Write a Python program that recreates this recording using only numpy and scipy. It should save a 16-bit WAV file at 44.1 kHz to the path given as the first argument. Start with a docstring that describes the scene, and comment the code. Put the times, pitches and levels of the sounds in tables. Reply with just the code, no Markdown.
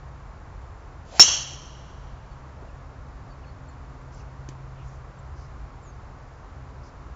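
"""A hollow metal golf club swishes down and strikes a ball on a fairway lined with trees: crack, thud, ringing head.
The modes of the head ring while it flies on, Doppler-shifted: low as it leaves the listener, low to high
in the echoes from the trees, which are sparse random clicks through resonators. The swish is a climbing
shaft tone and band-passed hiss. Behind: steps and club on turf, rustles of clothes and grass, gliding
bird notes, a sagging engine hum with its octave, and far traffic as coloured noise."""
import sys
import numpy as np
from scipy import signal
from scipy.fft import rfft, irfft
from scipy.io import wavfile

SR = 44100
rng = np.random.default_rng(int(sys.argv[2]) if len(sys.argv) > 2 else 0)


def transcribe(u):
    """Save the signal u as a 16-bit wav file named by the first command-line argument.

    u: samples, shape (n,) or (channels, n), limited to [-1, 1]; the rate is SR.
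    q: integer samples, one column per channel.
    """
    v = np.clip(np.atleast_2d(u).T, -1, 1)
    q = np.round(v * 32767).astype(np.int16)
    wavfile.write(sys.argv[1], SR, q)


N = 315429

STRIKE_S = 1.1957
HEAD_SPEED_M_PER_S, SOUND_SPEED_M_PER_S = 36.5, 343   # head just after the blow; air

# modes of the head at rest: f/Hz, relative direct level/dB, t60/s, relative echo level/dB,
# echo gain ahead over sideways/dB
HEAD_MODES = [(367.4, -20, 0.069, -50, 0), (547, -15, 0.035, -49.5, -3), (775, -12, .025, -39, 2),
              (1340, -17.5, 0.019, -28, 1.5), (1850, -12.5, 0.011, -27, -0.5), (3019, -20.5, .2, -5.5, 2),
              (4225, -13, 0.16, -12.5, 0), (4685, -13, .07, -16.5, 0.5), (6008, -1.5, .3, 0.5, -1.5),
              (5930, -7, 0.15, -7, 1.5), (6450, -11, 0.16, -15.5, 4), (7440, -22.5, 0.17, -12.5, 0),
              (7660, -11, 0.13, -19, 0), (8000, -13, 0.06, -30, 0)]


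def from_db(db):
    """Gain of a level in dB."""
    return 10 ** (np.asarray(db) / 20)


def rms_one(x):
    """Scale to rms 1."""
    return x / np.sqrt(np.mean(x ** 2) + 1e-20)


def in_time(rows):
    """Interpolate the columns of a curve table, sample by sample."""
    t_s, *columns = np.transpose(rows)
    return [np.interp(np.arange(N) / SR, t_s, column) for column in columns]


def coloured(spectrum, size):
    """Noise of rms 1, its spectrum interpolated in dB over log frequency."""
    hz, db = np.transpose(spectrum)
    bins_hz = np.fft.rfftfreq(size, 1 / SR)
    shape_db = np.interp(np.log(bins_hz + 1), np.log(hz), db)
    white = rng.standard_normal(size)
    return rms_one(irfft(rfft(white) * from_db(shape_db), size))


def band(x, low_hz, high_hz):
    """Butterworth band-pass."""
    edges_hz = [low_hz, min(high_hz, SR / 2.2)]
    return signal.sosfilt(signal.butter(2, edges_hz, "band", fs=SR, output="sos"), x)


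def ring(clicks, hz, t60_s):
    """Two-pole resonator: a unit click starts a decaying sine of height 1."""
    radius = from_db(-60 / (t60_s * SR))
    angle = 2 * np.pi * hz / SR
    return signal.lfilter([0, np.sin(angle)], [1, -2 * radius * np.cos(angle), radius ** 2], clicks)


def add(out, start_s, sound):
    """Mix a sound in at a time."""
    at = round(start_s * SR)
    out[at:at + len(sound)] += sound[:N - at]


def strike():
    """Pressure pulse as the ball squashes, its push on the air, and head modes shifted down by the speed."""
    crack_db, crack_half_cycle_ms = 8.5, 0.34
    thud_hz, thud_db, thud_t60_s = 110, -15.5, 0.039
    arc_radius_m, straight_away_s = 1.45, .011   # circular path; time after the blow when it points away
    shade_s, shade_db_per_s = .03, 1800.   # the golfer's body then shades the head
    ring_db = 5
    dip_s, dip_width_s, dip_db = .0028, .0012, 11   # the ring dips briefly after the crack

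    t = np.arange(SR // 10) / SR
    away_m_per_s = HEAD_SPEED_M_PER_S * np.cos((t - straight_away_s) * HEAD_SPEED_M_PER_S / arc_radius_m)
    head_time_s = np.cumsum(1 / (1 + away_m_per_s / SOUND_SPEED_M_PER_S)) / SR   # as heard by the listener
    modes = sum(from_db(db - 60 * t / t60_s) * np.sin(2 * np.pi * hz * head_time_s)
                for hz, db, t60_s, *_ in HEAD_MODES)
    shade = shade_db_per_s * np.maximum(t - shade_s, 0)
    dip = dip_db * np.exp(-((t - dip_s) / dip_width_s) ** 2)
    ringing = from_db(ring_db - shade - dip) * modes * np.minimum(t / .0004, 1)

    half_cycles = t * 1000 / crack_half_cycle_ms
    pulse = -np.sin(np.pi * half_cycles) * np.exp(-.6 * half_cycles) * (half_cycles < 4)
    thud = from_db(thud_db - 60 * t / thud_t60_s) * np.sin(2 * np.pi * thud_hz * t)
    out = np.zeros(N)
    add(out, STRIKE_S, thud + from_db(crack_db) * pulse + ringing)
    return out


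def echoes(directions=44, clicks_per_s=170.0):
    """Trees all round return the crack, and the ring at the pitch the moving head sends their way."""
    echo_t60_s = .09   # the ring as one tree returns it
    air_loss_db_per_s = 20   # at 6 kHz; grows with the square of pitch
    # colour of the crack's echo: f/Hz, relative level/dB
    crack_colour = [(100, -26), (300, -16), (600, 2.5), (1000, 1.5), (2000, -2.5), (4000, -1), (5200, -5),
                    (7500, -8)]

    size = SR * 3 // 2
    t = np.arange(size) / SR
    ring_gain, crack_gain = echo_gains(t)
    rings, lossless = np.zeros(size), np.zeros(size)
    for toward in np.cos(np.linspace(0, np.pi, directions)):   # 1 = ahead, -1 = behind
        shift = 1 / (1 - toward * HEAD_SPEED_M_PER_S / SOUND_SPEED_M_PER_S)
        trees = rng.standard_normal(size) * (rng.random(size) < clicks_per_s / SR) + 1e-18
        trees *= from_db(-7. 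* toward ** 2)   # most trees stand to the sides
        for rest_hz, _, _, db, ahead_db in HEAD_MODES:
            hz = rest_hz * shift
            echo = from_db(db + ahead_db * toward) * ring(trees, hz, echo_t60_s)
            lossless += echo
            rings += echo * from_db(-air_loss_db_per_s * t * (hz / 6000) ** 2)
    crack = coloured(crack_colour, size)
    fade = np.minimum((t[-1] - t) * 10, 1)
    out = np.zeros(N)
    add(out, STRIKE_S, fade * (ring_gain * rings / lossless.std() + crack_gain * crack))
    return out


def echo_gains(t):
    """Gains of ring and crack echoes: each group of reflectors builds up and dies; their powers add."""
    # groups: delay/s, build-up/s, t60/s, ring level before air loss/dB, crack level/dB
    reflectors = [(0.0002, .001, .03, -30, -9), (.003, .006, .24, -6, -27),
                  (.06, 0.022, 0.74, -18.5, -31.5), (.15, 0.12, 2.7, -41, -54.5)]
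    power = 0
    for delay_s, rise_s, t60_s, *levels_db in reflectors:
        build_up = np.clip((t - delay_s) / rise_s, 0, 1)
        decay = from_db(-60 * np.maximum(t - delay_s - rise_s, 0) / t60_s)
        power = power + np.outer(from_db(levels_db), build_up * decay) ** 2
    return np.sqrt(power)


def swish():
    """The shaft sheds eddies at a pitch set by its speed; the head hisses through the air."""
    start_s, stop_s = 1.05, 1.26
    shed_hz, shed_hz_per_s = 400., 2800.   # climbs up to the blow, then holds

    t = np.arange(N) / SR
    tone_hz = shed_hz + shed_hz_per_s * (np.clip(t, start_s, STRIKE_S) - start_s)
    flutter = rms_one(band(rng.standard_normal(N), 5, 90.))
    tone = flutter * np.sin(2 * np.pi * np.cumsum(tone_hz) / SR) * np.sqrt(2)
    hiss = rms_one(band(rng.standard_normal(N), 1200., 7800.))
    tone_gain = swell(peak_s=1.152, peak_db=-36.5, rise_db_per_s=450., fall_db_per_s=350.)
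    hiss_gain = swell(peak_s=STRIKE_S, peak_db=-38, rise_db_per_s=190., fall_db_per_s=550.)
    return (tone_gain * tone + hiss_gain * hiss) * (t > start_s) * (t < stop_s)


def swell(peak_s, peak_db, rise_db_per_s, fall_db_per_s):
    """Gain that climbs to a peak and falls, at steady dB per second."""
    t = np.arange(N) / SR - peak_s
    return from_db(peak_db + np.minimum(rise_db_per_s * t, -fall_db_per_s * t))


def knocks():
    """Feet and club on turf: a dull ring of the ground, a tick of grass and damped modes of the head."""
    thump_t60_s, head_t60_s = .026, .03
    # t/s, thump level/dB, thump f/Hz, tick gain/dB, head gain/dB
    turf_hits = [(1.535, -38, 366, -76, -80), (2.626, -35, 422, -69.5, -80),
                 (4.488, -30.5, 298, -29.5, -48.5)]

    out = np.zeros(N)
    t = np.arange(SR // 10) / SR
    head = sum(from_db(0.33 * echo_db - 60 * t / head_t60_s) * np.sin(2 * np.pi * hz * t)
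               for hz, _, _, echo_db, _ in HEAD_MODES)
    for start_s, thump_db, thump_hz, tick_db, head_db in turf_hits:
        thump = from_db(thump_db - 60 * t / thump_t60_s) * np.sin(2 * np.pi * thump_hz * t)
        snap = from_db(tick_db - 60 * t / .01)
        settling = from_db(tick_db - 18 - 60 * t / 0.16)   # grass
        noise = band(rng.standard_normal(len(t)), 500., 8000.)
        tick = (snap + settling) * noise * np.minimum(t / .001, 1)
        add(out, start_s, thump + tick + from_db(head_db) * head)
    return out


def rustles():
    """Clothes and grass: soft swells of noise in a band under an octave wide."""
    # t/s, length/s, band reference f/Hz, level before the swell/dB
    brushes = [(2.567, 0.13, 600.4, -54), (4.12, 0.11, 6040, -61.5), (4.755, 0.095, 3025, -64),
               (4.835, 0.14, 6500, -67), (5.36, .11, 5820, -63.5), (6.83, .07, 5800, -62.5)]
    out, noise = np.zeros(N), rng.standard_normal(N)
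    for start_s, length_s, hz, db in brushes:
        size = round(length_s * SR)
        hiss = rms_one(band(noise[round(start_s * SR):][:size], hz / 1.3, hz * 1.07))
        add(out, start_s, from_db(db) * hiss * np.sin(np.linspace(0, np.pi, size)) ** 0.24)
    return out


def birds():
    """Thin whistles: sines gliding in pitch under a half-sine envelope."""
    low_length_s, low_first_hz, low_last_hz = .028, 3090, 2250
    # one falling chirp, repeated: t/s, rms level at the envelope's peak/dB
    low_chirps = [(2.68, -62), (3.43, -60), (4.193, -61.5), (4.8, -63)]
    # other notes: t/s, length/s, first f/Hz, last f/Hz, rms level at the envelope's peak/dB
    whistles = [(2.295, .052, 4550, 4370, -69), (3.29, .055, 4650, 4420, -65),
                (3.456, .065, 4340, 4440, -64.5), (3.655, .085, 4410, 4260, -69),
                (3.675, .031, 7650, 6900, -63), (4.132, .022, 7700, 7100, -60),
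                (4.874, .022, 7400, 6400, -64), (5.175, .028, 7600, 7200, -65),
                (5.385, .03, 5400, 4200, -66), (5.815, .058, 7450, 6850, -64.5),
                (5.85, .071, 6900, 6250, -59.5)]

    out = np.zeros(N)
    notes = [(start_s, low_length_s, low_first_hz, low_last_hz, db) for start_s, db in low_chirps]
    notes += list(whistles)
    for start_s, length_s, first_hz, last_hz, db in notes:
        u = np.linspace(0, 1, round(length_s * SR))
        phase = 2 * np.pi * np.cumsum(first_hz + (last_hz - first_hz) * u) / SR
        add(out, start_s, np.sqrt(2) * from_db(db) * np.sin(np.pi * u) * np.sin(phase))
    return out


def hum():
    """A slowly sagging engine note and its octave, wavering a little in the moving air."""
    start_hz, sag_hz_per_s = 133.7, 0.46
    waver_hz, waver_db = .4, 0.7   # rms
    # far engine: t/s, tone level before waver/dB, octave level before waver/dB
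    engine_levels = [(0, -51, -66), (.7, -59, -70.5), (1.5, -48, -64), (2.5, -50, -67), (3, -53.5, -59),
                     (4.2, -48, -59), (4.6, -42.5, -65.5), (5, -46.5, -76), (5.5, -48, -67),
                     (5.9, -56, -63), (6.3, -56.5, -66.5), (6.7, -50.5, -59.5), (7.15, -56, -64)]

    tone_db, octave_db = in_time(engine_levels)
    pitch_waver, level_waver = rms_one(band(rng.standard_normal((2, N)), 0.63, 2.7))
    tone_hz = start_hz - sag_hz_per_s * np.arange(N) / SR + waver_hz * pitch_waver
    phase = 2 * np.pi * np.cumsum(tone_hz) / SR
    tones = from_db(tone_db) * np.sin(phase) + from_db(octave_db) * np.sin(2 * phase)
    return np.sqrt(2) * from_db(waver_db * level_waver) * tones


def traffic():
    """Far tyres and engines blend into steady noise: a rumble and a roar above it."""
    rumble_db, roar_db, split_hz = -42, -50, 170.
    # noise spectrum: f/Hz, relative level per Hz/dB
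    road_spectrum = [(12, -47.5), (20, -18), (49, -4.5), (69, -4), (102, -12), (134, -12.5), (148, -13),
                     (163, -19.5), (184, -17), (230, -22), (261, -19), (295, -19), (1090, -17), (3230, -39),
                     (7300, -42.5), (9490, -72), (16100, -120)]
    noise = coloured(road_spectrum, N)
    low = signal.sosfiltfilt(signal.butter(2, split_hz, fs=SR, output="sos"), noise)
    return from_db(rumble_db) * rms_one(low) + from_db(roar_db) * rms_one(noise - low)


def scene():
    """All sources at one microphone."""
    club = strike() + echoes() + swish()
    background = knocks() + rustles() + birds() + hum() + traffic()
    return (club + background)[None]


def record(dry):
    """The blow overloads the recorder, bending smoothly to a ceiling; a steep low-pass cuts the top."""
    ceiling, cutoff_hz = 0.8, 7500
    clipped = dry / (1 + np.abs(dry / ceiling) ** 6) ** (1 / 6)
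    low_pass = signal.ellip(14, .5, 80, cutoff_hz, fs=SR, output="sos")   # ripple/dB, stop-band loss/dB
    return signal.sosfilt(low_pass, clipped)


dry = scene()
out = record(dry)
transcribe(out)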